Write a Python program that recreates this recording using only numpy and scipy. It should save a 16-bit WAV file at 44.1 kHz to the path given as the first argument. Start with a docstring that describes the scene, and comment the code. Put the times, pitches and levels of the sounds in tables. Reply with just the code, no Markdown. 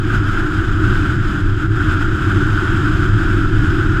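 """A low roar under a gusty hiss: a vehicle cruises an open road, heard from a camera on its bodywork.
Rough asphalt drives the body into forced vibration, with a faint drone of wheels and engine in it.
Turbulent air rushes over the camera housing and excites the resonance of its hollow near 1.4 kHz.
The hiss and a soft low buffeting swell and drop together with the gusts."""
import sys
import numpy as np
from scipy import signal
from scipy.fft import rfft, irfft
from scipy.io import wavfile
from scipy.ndimage import uniform_filter1d, minimum_filter1d

SR = 44100
rng = np.random.default_rng(int(sys.argv[2]) if len(sys.argv) > 2 else 0)


def output_pcm(signal):
    """Save a mono or channel-first signal as 16-bit PCM at the path in sys.argv[1].

    Samples are clipped to [-1, 1] before scaling.
    """
    pcm = np.clip(np.atleast_2d(signal).T, -1, 1) * 32767
    wavfile.write(sys.argv[1], SR, np.round(pcm).astype(np.int16))


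N = 176400

# Strength of the airstream. Each row: time in seconds, level in dB.
GUSTS = [(0, -30), (0.15, -20), (0.21, -27.5), (0.28, -23), (0.39, -23), (0.42, -25), (0.57, -23),
         (0.61, -25), (0.78, -26.5), (0.86, -22.0), (1.14, -23.5), (1.18, -27.5), (1.29, -23),
         (1.41, -25.5), (1.45, -29.5), (1.49, -27), (1.56, -28.5), (1.63, -24.5), (1.69, -31.5),
         (1.76, -25.5), (1.94, -22), (1.98, -26.0), (2.02, -20.5), (2.07, -26), (2.2, -22.8), (2.5, -23.5),
         (2.72, -22), (3.06, -23), (3.13, -26), (3.19, -23), (3.4, -24), (3.47, -26), (3.66, -23.4),
         (3.78, -24), (4.0, -25.5)]


def amp(db):
    """Amplitude ratio of a level: a factor of ten for every 20 dB."""
    return 10 ** (np.asarray(db) / 20)


def unit_rms(x):
    """Normalisation to a mean power of one."""
    return x / np.sqrt(np.mean(x ** 2) + 1e-20)


def spectrum_db(points, hz):
    """Interpolation of a spectrum in dB along a logarithmic frequency axis."""
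    point_hz, db = np.transpose(points)
    return np.interp(np.log(hz + 1), np.log(point_hz + 1), db)


def curve(points, t):
    """Linear interpolation of a control curve at the times t."""
    return np.interp(t, *np.transpose(points))


def noise(gain):
    """Spectral shaping: white noise weighted by gain(Hz), then scaled to an rms of one."""
    hz = np.fft.rfftfreq(N, 1 / SR) + 1e-3
    return unit_rms(irfft(rfft(rng.standard_normal(N)) * gain(hz), N))


def drift(rate_hz):
    """Random modulation: low-pass noise that moves between 1 Hz and about rate_hz."""
    return noise(lambda hz: (hz > 1) / (1 + (hz / rate_hz) ** 4))


def road_roar(t, split_hz=144, top_hz=560):
    """Forced vibration: asphalt shakes the body into a boom and a panel hum that swell separately."""
    # Response of the bodywork. Each row: frequency in Hz, relative spectral density in dB.
    body_response = [(3, -42), (9, -29), (22, -5), (32, -3), (44, -5.5), (53, -19.5), (64, -12.5),
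                     (78, -4.5), (88, -5.5), (104, -1), (124, -7), (150, -9.5), (178, -20), (198, -12),
                     (222, -22), (265, -22), (292, -7), (310, -8.5), (335, -10), (352, -15.5), (370, -10.5),
                     (400, -25.5), (435, -31), (520, -42.5)]
    # Swell of the low boom. Each row: time in seconds, relative level in dB.
    boom_levels = [(0, -17.5), (0.18, -14.5), (0.33, -21), (0.6, -14), (1.3, -16.5), (2.2, -15.5),
                   (2.42, -15), (2.6, -20.5), (2.8, -14.5), (3.15, -12.5), (3.6, -14.5), (4.0, -12.5)]
    # Swell of the panels' hum above it. Each row: time in seconds, relative level in dB.
    hum_levels = [(0, -24), (0.5, -23), (0.7, -22), (0.9, -19.5), (1.1, -22.5), (1.6, -24.5), (2.2, -22),
                  (2.38, -17.5), (2.55, -23), (3.0, -20.5), (3.55, -21), (3.82, -20), (4.0, -21.5)]

    def body(hz):
        return amp(spectrum_db(body_response, hz)) / (1 + (hz / top_hz) ** 12)

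    def low_share(hz):
        return 1 / (1 + (hz / split_hz) ** 16)

    boom = noise(lambda hz: body(hz) * np.sqrt(low_share(hz)))
    hum = noise(lambda hz: body(hz) * np.sqrt(1 - low_share(hz)))
    return boom * amp(curve(boom_levels, t) - 1.5) + hum * amp(curve(hum_levels, t) - 0.5)


def airstream_hiss(t, low_cut_hz=475, flutter_db=0.7, patch_db=0.55):
    """Cavity resonance: turbulence rings the housing's hollow, louder and a little brighter in gusts."""
    # Colour of the air rushing over the housing. Each row: frequency in Hz, relative density in dB.
    housing_response = [(300, -40), (500, -16.5), (600, -22.5), (720, -17), (850, -19.5), (1000, -16),
                        (1150, -12), (1330, -1.5), (1420, 2.5), (1560, -2.5), (1700, -9.5), (1850, -16),
                        (2050, -20), (2300, -22.5), (2600, -20), (2800, -23), (3080, -18.5), (3450, -22.5),
                        (3900, -28.5), (4380, -35), (5000, -28.5), (5850, -39.5), (6500, -34.5),
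                        (7500, -35), (8200, -39.5), (8900, -45.5), (11200, -47), (12200, -52), (13300, -49),
                        (14600, -56)]
    size, hop = 512, 128
    frames, hz = N // hop + 5, np.fft.rfftfreq(size, 1 / SR)
    real, imag, eddies = rng.standard_normal((3, frames, len(hz)))
    # Eddies vary the level in local patches of time and frequency.
    eddies = uniform_filter1d(eddies, size=16, axis=0)
    eddies = unit_rms(uniform_filter1d(eddies, size=12, axis=1))
    gust_db = curve(GUSTS, np.arange(frames) * hop / SR)
    octaves_above_ring = np.log2(np.maximum(hz / 1400, 1))
    brightening_db = 0.032 * np.outer(gust_db - gust_db.mean(), octaves_above_ring)
    colour_db = spectrum_db(housing_response, hz) + patch_db * eddies + brightening_db
    low_cut = 1 / (1 + (low_cut_hz / (hz + 1)) ** 8)
    spectra = (real + 1j * imag) * amp(colour_db) * low_cut
    hiss = signal.istft(spectra.T, nperseg=size, noverlap=size - hop)[1][:N]
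    flutter = flutter_db * drift(rate_hz=45)  # eddies that move all frequencies together
    return unit_rms(hiss) * amp(curve(GUSTS, t) + flutter + 0.13)


def buffeting(t, centre_hz=200, width_octaves=0.59):
    """Pressure fluctuation: the same gusts push on the housing with a soft low rush."""
    rush = noise(lambda hz: np.exp(-0.5 * (np.log2(hz / centre_hz) / width_octaves) ** 2))
    return rush * amp(curve(GUSTS, t) - 7.5)


def running_gear_drone(wander_rate_hz=7.4, waver_db=2.5):
    """Periodic excitation: turning wheels and engine give low tones that waver in pitch and level."""
    # Tones of the running gear. Each row: frequency in Hz, level in dB, rms pitch wander in Hz.
    tones = [(21.5, -23.5, 1), (43.47, -28, .7), (104, -24, 6), (194, -40, 2.2), (309.7, -33, 3.04)]
    drone = np.zeros(N)
    for hz, db, wander_hz in tones:
        pitch = hz + wander_hz * drift(wander_rate_hz)
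        cycles = np.cumsum(pitch) / SR + rng.random()
        waver = amp(waver_db * drift(wander_rate_hz))
        drone += amp(db) * unit_rms(np.sin(2 * np.pi * cycles) * waver)
    return drone


def scene():
    """Superposition: the pressures of road, running gear and wind add at one microphone."""
    t = np.arange(N) / SR
    return (road_roar(t) + running_gear_drone() + airstream_hiss(t) + buffeting(t))[None]


def record(dry, ceiling=1, edge_hz=14950):
    """Peak and band limiting: the gain dips around any peak over the ceiling, then a low-pass follows."""
    allowed_gain = np.minimum(1, ceiling / (abs(dry) + 1e-9))
    gain = uniform_filter1d(minimum_filter1d(allowed_gain, size=441), size=441)  # 10 ms hold and ease
    low_pass = signal.firwin(511, edge_hz, window=("kaiser", 9), fs=SR)
    return signal.oaconvolve(dry * gain, low_pass[None], "same")


dry = scene()
out = record(dry)
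output_pcm(out)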